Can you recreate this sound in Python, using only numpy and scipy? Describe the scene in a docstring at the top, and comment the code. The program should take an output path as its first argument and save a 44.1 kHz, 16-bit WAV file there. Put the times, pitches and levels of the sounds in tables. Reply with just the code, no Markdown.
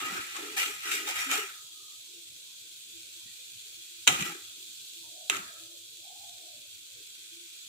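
"""A steel spoon scrapes a hot iron pan in which milk froths: uneven slips hiss and ring the iron.
Under it countless small bubbles sizzle as random clicks over steam noise, and the burner rumbles low.
Light taps join the scraping; two hard knocks follow near 4.1 and 5.3 s, and the pan rocks on its stand.
A small kitchen answers as decaying noise, and far outside two soft hoots climb and sag."""
import sys
import numpy as np
from scipy import signal
from scipy.fft import rfft, irfft, next_fast_len
from scipy.io import wavfile
from scipy.ndimage import uniform_filter1d, map_coordinates

SR = 44100
rng = np.random.default_rng(int(sys.argv[2]) if len(sys.argv) > 2 else 0)


def transcribe(signal):
    """Save signal, clipped to [-1, 1], as a 16-bit WAV file at the path in sys.argv[1]."""
    frames = np.atleast_2d(signal).T
    limited = np.clip(frames, -1, 1)
    pcm = np.round(limited * 32767).astype(np.int16)
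    wavfile.write(sys.argv[1], SR, pcm)


def ratio_of_db(decibels):
    """Turn decibels (scalar or array-like) into linear amplitude factors; 0 dB maps to 1."""
    return 10 ** (np.asarray(decibels, float) / 20)


N = 338686  # samples in the scene


def unit(x):
    """Scales a signal to rms 1."""
    return x / np.sqrt(np.mean(x ** 2) + 1e-20)


def along(points, hz):
    """Reads a curve of (Hz, value) points on a log frequency axis."""
    f, v = np.transpose(points)
    return np.interp(np.log(hz + 1), np.log(f + 1), v)


def curves(rows):
    """Gives one value per sample for each column after the time."""
    s, *cols = np.transpose(rows)
    return np.array([np.interp(np.arange(N) / SR, s, c) for c in cols])


def wobble(rate):
    """Draws a smooth random curve with rate knots a second."""
    knots = rng.standard_normal(int(N * rate / SR) + 4)
    return map_coordinates(knots, [np.arange(N) * rate / SR])


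def swell(start, rise, hold, fall_db_s):
    """Gain that rises, holds at 1 and then fades in dB per second for up to a second."""
    t = np.arange(N) / SR - start
    attack = np.clip(t / max(rise, 0.002), 0, 1) ** 2
    return attack * ratio_of_db(-fall_db_s * np.clip(t - rise - hold, 0, 1))


def filtered(x, response):
    """Applies a complex response of frequency to x."""
    m = 2 * next_fast_len(N // 2 + SR // 4)
    return irfft(rfft(x, m) * response(np.fft.rfftfreq(m, 1 / SR)), m)[..., :N]


def causal(gain):
    """Minimum-phase response with this gain, so that no sound precedes its cause."""
    cep = irfft(np.log(gain + 1e-6))
    half = cep.shape[-1] // 2
    cep[..., 1:half] *= 2
    cep[..., half + 1:] = 0
    return np.exp(rfft(cep))


def patchy(x, depth_db, bins, frames):
    """Makes random patches of time and frequency louder or softer."""
    z = signal.stft(x, nperseg=1024)[2]
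    field = uniform_filter1d(rng.standard_normal(z.shape), bins, 1)
    field = uniform_filter1d(field, frames, 2)
    return signal.istft(z * ratio_of_db(depth_db * unit(field)), nperseg=1024)[1][:, :N]


def narrow(hz, width_hz):
    """A rough narrow band that follows a pitch curve, drawn afresh for each port."""
    phase = 2 * np.pi * np.cumsum(hz * np.ones(N)) / SR
    return np.array([wobble(width_hz) * np.sin(phase) + wobble(width_hz) * np.cos(phase) for _ in "LR"])


def clicks(rate, spread_db):
    """Two streams of random clicks of uneven size, rate a second in each."""
    hit = rng.random((2, N)) < rate / SR
    return hit * rng.standard_normal((2, N)) * ratio_of_db(spread_db * rng.standard_normal((2, N)))


# likeness of the two microphone ports: pitch_hz, correlation (1 alike, 0 unrelated, negative opposed)
ALIKE = [(60, 0.15), (180, 0.97), (550, 0.33), (1650, -0.18), (4970, -0.024), (15000, -0.048)]


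def ports(pair):
    """Mixes two unrelated signals as mid and side, so that the ports agree more or less by frequency."""
    def turn(hz):
        return np.arccos(np.clip(along(ALIKE, hz), -1, 1)) / 2

    mid, side = filtered(pair, lambda hz: np.array([np.cos(turn(hz)), np.sin(turn(hz))]))
    return np.array([mid + side, mid - side])


def leaning(x, balance):
    """Makes one port louder than the other, by frequency."""
    return filtered(x, lambda hz: causal(ratio_of_db(np.outer([0.5, -0.5], along(balance, hz)))))


# ringing modes of the pan: pitch_hz, width_hz, level_db (relative)
PAN = [(175, 20, -12), (275, 9.6, -15), (340, 44, -7.5), (405, 25.3, 7), (547, 43, -5), (813, 14, -11),
       (1253, 23, 7), (1338, 28.3, 7.5), (1700, 16, -6), (1953, 10, 9), (2355, 9.7, -14), (2406, 60, 9),
       (2574, 22, 0.5), (2787, 42, 5.5), (2880, 49, -2), (3250, 30, 5), (3690, 93, -5), (5785, 150, -2),
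       (6100, 36, -12), (7030, 31, 3), (7450, 75, -1), (8300, 58.8, -5)]


def iron(f, broad, broad_db):
    """The pan's answer: resonant modes of alternating sign over the dull answer of the whole bowl."""
    ring = 0
    for k, (c, w, db) in enumerate(PAN):
        ring = ring + (-1) ** k * ratio_of_db(db) * 1j * f * w / (c * c - f * f + 1j * f * w)
    return ring + ratio_of_db(broad_db) * causal(ratio_of_db(along(broad, f)))


# broad colour of metal sliding on metal: pitch_hz, level_db (relative, per Hz)
CONTACT = [(59, -56), (100, -35), (218, -25), (275, -4.5), (394, 5), (457, -28), (808, -5.5), (998, -11),
           (1340, -4), (2370, -0.5), (4750, -10.5), (7410, -8.5), (15500, -16)]


def band(lo_hz, hi_hz):
    """A soft-edged band of the pan's answer to sliding."""
    def edges(f):
        return np.sqrt((1 + (lo_hz / (f + 1)) ** 12) * (1 + (f / hi_hz) ** 12))

    return lambda f: iron(f, CONTACT, broad_db=-1.0) / edges(f)


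# spoon strokes: start_s, rise_s, hold_s, then peaks before waver and room:
# friction hiss_db, ring of the bowl_db, ring of the rim_db
SCRAPES = [(0.0, 0.0021, 0.16, -39, -40.5, -53.5), (0.197, 0.017, 1.26, -45, -66.5, -67.5),
           (0.334, 0.023, 0.0053, -44, -47, -48.5), (0.561, 0.0083, 0.049, -29, -41.5, -50.5),
           (0.813, 0.047, .04, -37, -45.5, -70), (0.899, 0.018, 0.018, -29.5, -49.5, -58),
           (1.056, 0.021, .01, -34.5, -51, -44.5), (1.123, 0.044, 0.055, -36.5, -43.5, -55.5),
           (1.273, 0.047, 0.024, -31, -38, -48), (4.069, 0.0037, 0.0056, -31.5, -41, -36),
           (4.11, 0.011, 0.16, -37, -48, -56), (5.292, 0.0074, 0.063, -39.5, -41, -57)]
# fading once the spoon eases off
HISS_FALL_DB_S, BOWL_FALL_DB_S, RIM_FALL_DB_S, RING_WAVER_DB = 183, 97, 221, 0.5
# presses that rock the pan on its stand: start_s, hold_s, level_db (drive of the rocking), pitch_hz
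PRESSES = [(0.0, 0.17, -48.5, 310), (0.253, 0.11, -70, 340), (0.372, 0.071, -44, 378),
           (0.472, 0.21, -51, 387), (.84, 0.22, -48, 380), (1.093, 0.16, -68, 350),
           (1.256, 0.049, -49, 275), (1.34, 0.056, -45, 405), (4.067, .01, -39.5, 297),
           (4.096, 0.25, -52.5, 343), (5.303, 0.049, -47.5, 318)]
PRESS_RISE_S, PRESS_FALL_DB_S = 0.017, 229


def strokes():
    """The spoon's edge slips in tiny uneven jerks; hard sliding hisses, pressing rings and rocks the bowl."""
    hiss = sum(ratio_of_db(db) * swell(s, rise, hold, HISS_FALL_DB_S) for s, rise, hold, db, _, _ in SCRAPES)
    bowl = sum(ratio_of_db(db) * swell(s, rise, hold, BOWL_FALL_DB_S) for s, rise, hold, _, db, _ in SCRAPES)
    rim = sum(ratio_of_db(db) * swell(s, rise, hold, RIM_FALL_DB_S) for s, rise, hold, _, _, db in SCRAPES)
    presses = [ratio_of_db(db) * swell(s, PRESS_RISE_S, hold, PRESS_FALL_DB_S) for s, hold, db, _ in PRESSES]
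    chatter = ratio_of_db(0.98 * wobble(35) + 1.05 * wobble(120))
    jerks = chatter * (clicks(3000, spread_db=3) + 0.25 * rng.standard_normal((2, N)))

    def rough(lo_hz, hi_hz, depth_db):
        return unit(patchy(filtered(jerks, band(lo_hz, hi_hz)), depth_db, bins=5, frames=3))

    def waver():
        return ratio_of_db(RING_WAVER_DB * wobble(16))

    rocking = 0.34 * sum(presses) * rough(130, 800, depth_db=2.5)
    # the pitch of each press decides which low mode answers
    for c, w, _ in PAN[1:4]:
        # twice the mode's width, passed twice
        mode = filtered(jerks, lambda f: (1j * f * 2 * w / (c * c - f * f + 1j * f * 2 * w)) ** 2)
        near = sum(np.exp(-((row[3] / c - 1) / 0.15) ** 2) * gain for row, gain in zip(PRESSES, presses))
        rocking = rocking + near * unit(mode)
    sliding = hiss * rough(1835, 24000, depth_db=2.5)
    bowl_ring = bowl * waver() * rough(1150, 1750, depth_db=4)
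    rim_ring = rim * waver() * rough(640, 870, depth_db=4)
    return sliding + bowl_ring + rim_ring + waver() * rocking


# dying of the kitchen's answer: pitch_hz, t60_s
KITCHEN = [(200, 0.23), (1300, 0.48), (4000, 0.35), (12000, 0.59)]


def kitchen(x):
    """The room's answer is half a second of noise in which each frequency dies at its own speed."""
    hz, t, z = signal.stft(rng.standard_normal((2, SR // 2)), SR, nperseg=256)
    decay = ratio_of_db(-60 * t / along(KITCHEN, hz)[:, None])
    tail = signal.istft(z * decay, SR, nperseg=256)[1]
    late = np.pad(x, ((0, 0), (200, 0)))  # the answer starts 200 samples late
    return signal.fftconvolve(late, tail / np.linalg.norm(tail[0]), axes=1)[:, :N]


# thuds passed down to the stove: start_s, hold_s, level_db (before the ports)
THUDS = [(0.0, 0.16, -57), (0.724, .01, -67), (1.15, .01, -77), (4.06, 0.16, -47.5), (5.3, 0.12, -57.5)]
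THUD_RISE_S, THUD_FALL_DB_S = 0.025, 300  # shared with the bumps


def thuds():
    """Pressure on the pan shakes the stove under it: noise through one broad 175 Hz resonance."""
    gain = sum(ratio_of_db(db) * swell(s, THUD_RISE_S, hold, THUD_FALL_DB_S) for s, hold, db in THUDS)

    def body(f):
        resonance = 1j * f * 120 / (175 ** 2 - f * f + 1j * f * 120)
        return resonance / (1 + (f / 240) ** 8) / (1 + (70 / (f + 1)) ** 2)

    shaking = filtered(rng.standard_normal((2, N)), body)
    return gain * unit(patchy(shaking, depth_db=7, bins=2, frames=3))


# low bumps, as of the stove jolted or the flame flaring: start_s, hold_s, level_db (before the ports)
BUMPS = [(0.0, .02, -78), (.09, .06, -78), (0.503, 0.062, -70), (.71, 0.034, -72), (1.125, 0.054, -65),
         (1.33, .05, -82), (1.94, .04, -73), (4.07, 0.14, -70), (4.397, 0.056, -71), (5.328, 0.13, -71),
         (5.97, 0.032, -75.5), (6.177, 0.073, -75), (6.66, 0.08, -74), (6.907, 0.068, -70.5)]


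def bumps():
    """Short swells of the deepest rumble: noise gathered round 100 Hz over a weak floor of bass."""
    gain = sum(ratio_of_db(db) * swell(s, THUD_RISE_S, hold, THUD_FALL_DB_S) for s, hold, db in BUMPS)

    def deep(f):
        return ratio_of_db(-18) / (1 + (f / 75) ** 4) + 1 / (1 + ((f - 100) / 16) ** 2)

    return gain * unit(filtered(rng.standard_normal((2, N)), lambda f: deep(f) * f / (f + 30)))


# course of the froth: time_s, level_db (before a fixed 3 dB lift), murmur_db (gain of its lower part)
FROTH = [(0.0, -46, 16), (1.3, -52, -11), (1.56, -49.5, -6.5), (2.07, -50.5, 1.5), (4.04, -49, 4),
         (4.53, -48, 1.5), (5.37, -49.5, -3), (5.56, -50, -2.5), (7.25, -50.5, 4.5), (7.68, -50, 4.5)]
# colour of the sizzle: pitch_hz, level_db (relative, per Hz)
FIZZ = [(650, -52), (1100, -37), (1530, -20), (1770, -26.5), (2140, -19), (2410, -8), (2980, -8.5),
        (3360, 1.5), (3640, -1.5), (4250, -2.5), (5180, -10), (7550, -3.5), (8910, -10.5), (13700, -15),
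        (15500, -14.5)]


def froth():
    """Thousands of bubbles a second burst in the foam, over the hiss of steam; larger bubbles murmur below."""
    db, murmur_db = curves(FROTH)
    bursts = unit(clicks(4000, spread_db=4)) + 1.62 * rng.standard_normal((2, N))
    seethe = 0.21 * wobble(2.85) + 0.2 * wobble(18) + 0.4 * wobble(60)
    coloured = filtered(bursts, lambda f: causal(ratio_of_db(along(FIZZ, f))))
    fizz = unit(patchy(coloured, depth_db=1.5, bins=4, frames=5))
    murmur = filtered(fizz, lambda f: 1 / (1 + (f / 2600) ** 12))
    return ratio_of_db(db + 3 + seethe) * (fizz + (ratio_of_db(murmur_db) - 1) * murmur)


# colour of the kitchen's low noise: pitch_hz, level_db (relative, per Hz)
DRONE = [(18, -55.5), (30, -46.5), (96, -2), (237, -14), (340, -4), (555, -8), (737, -21), (890, -16),
         (1080, -17.5), (1300, -47), (1690, -47), (2860, -120)]
BURNER_DB, BURNER_DRIFT_DB = -86.5, 3
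# loudest swells of a soft low note: start_s, hold_s, level_db (added to the steady note, before its waver)
HUM = [(2.11, 0.046, -73), (2.907, 0.043, -65.5), (3.14, 0.047, -73), (3.894, 0.069, -68),
       (4.603, 0.025, -69.5), (4.912, 0.12, -70), (5.547, 0.25, -66.5), (6.33, 0.037, -76),
       (7.306, 0.1, -71)]
HUM_DB, HUM_RISE_S, HUM_FALL_DB_S = -85, 0.023, 132  # level between swells
# soft short notes among the bubbles: centre_s, pitch_hz, level_db (before the ports), length_s
NOTES = [(1.856, 1243, -64.5, 0.21), (3.3, 1920, -65, 0.076), (5.06, 930, -63, 0.051)]


def background():
    """Low kitchen noise in patches, the burner's rumble, a soft wavering note and a few short ones."""
    noise = filtered(rng.standard_normal((2, N)), lambda f: ratio_of_db(along(DRONE, f)))
    low = ratio_of_db(-73.5) * unit(patchy(noise, depth_db=6, bins=4, frames=7))
    burner_db = BURNER_DB + BURNER_DRIFT_DB * wobble(2.8) + 3.3 * wobble(5.7)
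    burner = ratio_of_db(burner_db) * narrow(101, width_hz=17)
    hum = ratio_of_db(HUM_DB) + sum(ratio_of_db(db) * swell(s, HUM_RISE_S, hold, HUM_FALL_DB_S) for s, hold, db in HUM)
    note = hum * ratio_of_db(3.5 * wobble(10)) * narrow(336 + 4 * wobble(4.4), width_hz=34)
    t = np.arange(N) / SR
    swells = sum(ratio_of_db(db) * np.exp(-((t - s) / (span / 2)) ** 2) for s, _, db, span in NOTES)
    centres, pitches = np.transpose(NOTES)[:2]
    nearest = abs(t - centres[:, None]).argmin(axis=0)  # one band jumps to the pitch of the nearest note
    short = swells * narrow(pitches[nearest], width_hz=140)
    return low + burner + note + short


# spoon blows: start_s, push_db and rattle_db (force on the pan), rattle t60_s, balance_db (left over right)
BLOWS = [(.365, -38, -38, .03, 8), (0.569, -38, -51, 0.022, 10), (.91, -33, -43, 0.017, 4.5),
         (0.9532, -18.5, -36.5, 0.0063, 3), (1.0875, -44, -47, 0.0193, -0.5),
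         (1.314, -20, -27.5, 0.0109, -7), (4.0704, -17, -28.5, .01, 3), (4.0747, -6, -16, 0.0081, -1),
         (4.076, -2, -10, 0.017, -7), (4.078, -3, -20, 0.092, 1.5), (4.206, -30, -34, 0.085, -1),
         (4.224, -12, -37, 0.034, -1), (5.2987, -0.5, -23, 0.031, -1.5), (5.3564, -30, -39, .01, 6.5),
         (5.3682, -23, -36.5, 0.012, -13.5)]
# broad colour of a blow: pitch_hz, level_db (relative, per Hz)
CRACK = [(300, -13.5), (750, -11.5), (1000, -10.5), (1300, -2), (1750, -8.5), (2400, 2), (3100, 0.5),
         (3900, -3), (4960, -21.5), (6800, -2), (8700, -15), (10100, -14), (15500, -25.5)]


def blows():
    """Each blow is a sharp push and a short rattle of contact, too quick to stir the lowest modes."""
    force, t = np.zeros((2, N + SR)), np.arange(SR // 8) / SR
    for s, push_db, rattle_db, t60, balance_db in BLOWS:
        contact = rng.standard_normal((2, len(t))) * ratio_of_db(rattle_db - 60 * t / max(t60, 0.002))
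        contact[[0, 1], [16, 0]] += ratio_of_db(push_db)  # the push reaches the left port 16 samples later
        sides = ratio_of_db(np.array([[balance_db], [-balance_db]]) / 2)
        force[:, round(s * SR):][:, :len(t)] += sides * contact

    def answer(f):
        return iron(f, CRACK, broad_db=5.5) * ratio_of_db(9) * (1j * f / (600 + 1j * f)) ** 2

    return filtered(force[:, :N], answer)


# far hoots: start_s, climb_s, length_s, top pitch_hz, level_db (at the top, before waver and echo)
HOOTS = [(4.978, .29, .8, 687, -59.5), (5.973, .15, .68, 767.6, -57)]
HOOT_REST_HZ, HOOT_RISE_S, HOOT_FALL_DB_S, HOOT_SAG_DB = 582, 0.084, 300, 10.5


def hoots():
    """A far tone climbs and sags, weaker away from its top, blurred by echoes into a rough trailing band."""
    t = np.arange(N) / SR
    arcs = [np.sin(np.pi / 2 * np.interp(t - s, [0, climb, span], [0, 1, 0]))
            for s, climb, span, _, _ in HOOTS]
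    hz = HOOT_REST_HZ + sum((row[3] - HOOT_REST_HZ) * arc for row, arc in zip(HOOTS, arcs))
    gain = 0
    for (s, _, span, _, db), arc in zip(HOOTS, arcs):
        envelope = swell(s, HOOT_RISE_S, span - HOOT_RISE_S, HOOT_FALL_DB_S)
        gain = gain + ratio_of_db(db - HOOT_SAG_DB * (1 - arc)) * envelope
    tone = narrow(hz, width_hz=170) + 0.18 * narrow(hz, width_hz=380)
    hoot = gain * ratio_of_db(1.6 * wobble(18)) * tone
    return 0.79 * hoot + 0.37 * kitchen(hoot)


# side of the spoon: pitch_hz, balance_db (left over right)
LEAN = [(60, 8), (150, -3), (380, 2), (950, -1), (2380, 1), (5980, -1), (15000, 4.5)]
# side of froth and background: pitch_hz, balance_db (left over right)
LEAN_STEADY = [(60, -4), (92, -1), (140, 4), (210, -7.5), (330, 10), (500, 1.5), (770, 3), (1170, -6),
               (1790, -7), (2740, 4), (4190, -2), (6410, -3.0), (9810, -3), (15000, 4.5)]


def scene():
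    """Spoon and pan in the room, over froth, background and hoots."""
    scrape, knocks = strokes(), blows()
    room = kitchen(ratio_of_db(-9) * knocks + ratio_of_db(-12.5) * scrape)
    spoon = knocks + ports(scrape + thuds() + bumps() + room)
    steady = ports(froth() + background() + hoots())
    return leaning(spoon, LEAN) + leaning(steady, LEAN_STEADY)


def low_pass(x):
    """Removes everything above the highest recorded frequency."""
    return signal.sosfilt(signal.butter(12, 16830, fs=SR, output="sos"), x)


def record(dry):
    """Soft clipping rounds off the hardest blows, then a steep lowpass ends the treble at 15600 Hz."""
    clipped = dry / (1 + abs(dry / 0.85) ** 4) ** (1 / 4)
    finished = filtered(clipped, lambda hz: hz < 15600)
    return low_pass(finished)


dry = scene()
out = record(dry)
transcribe(out)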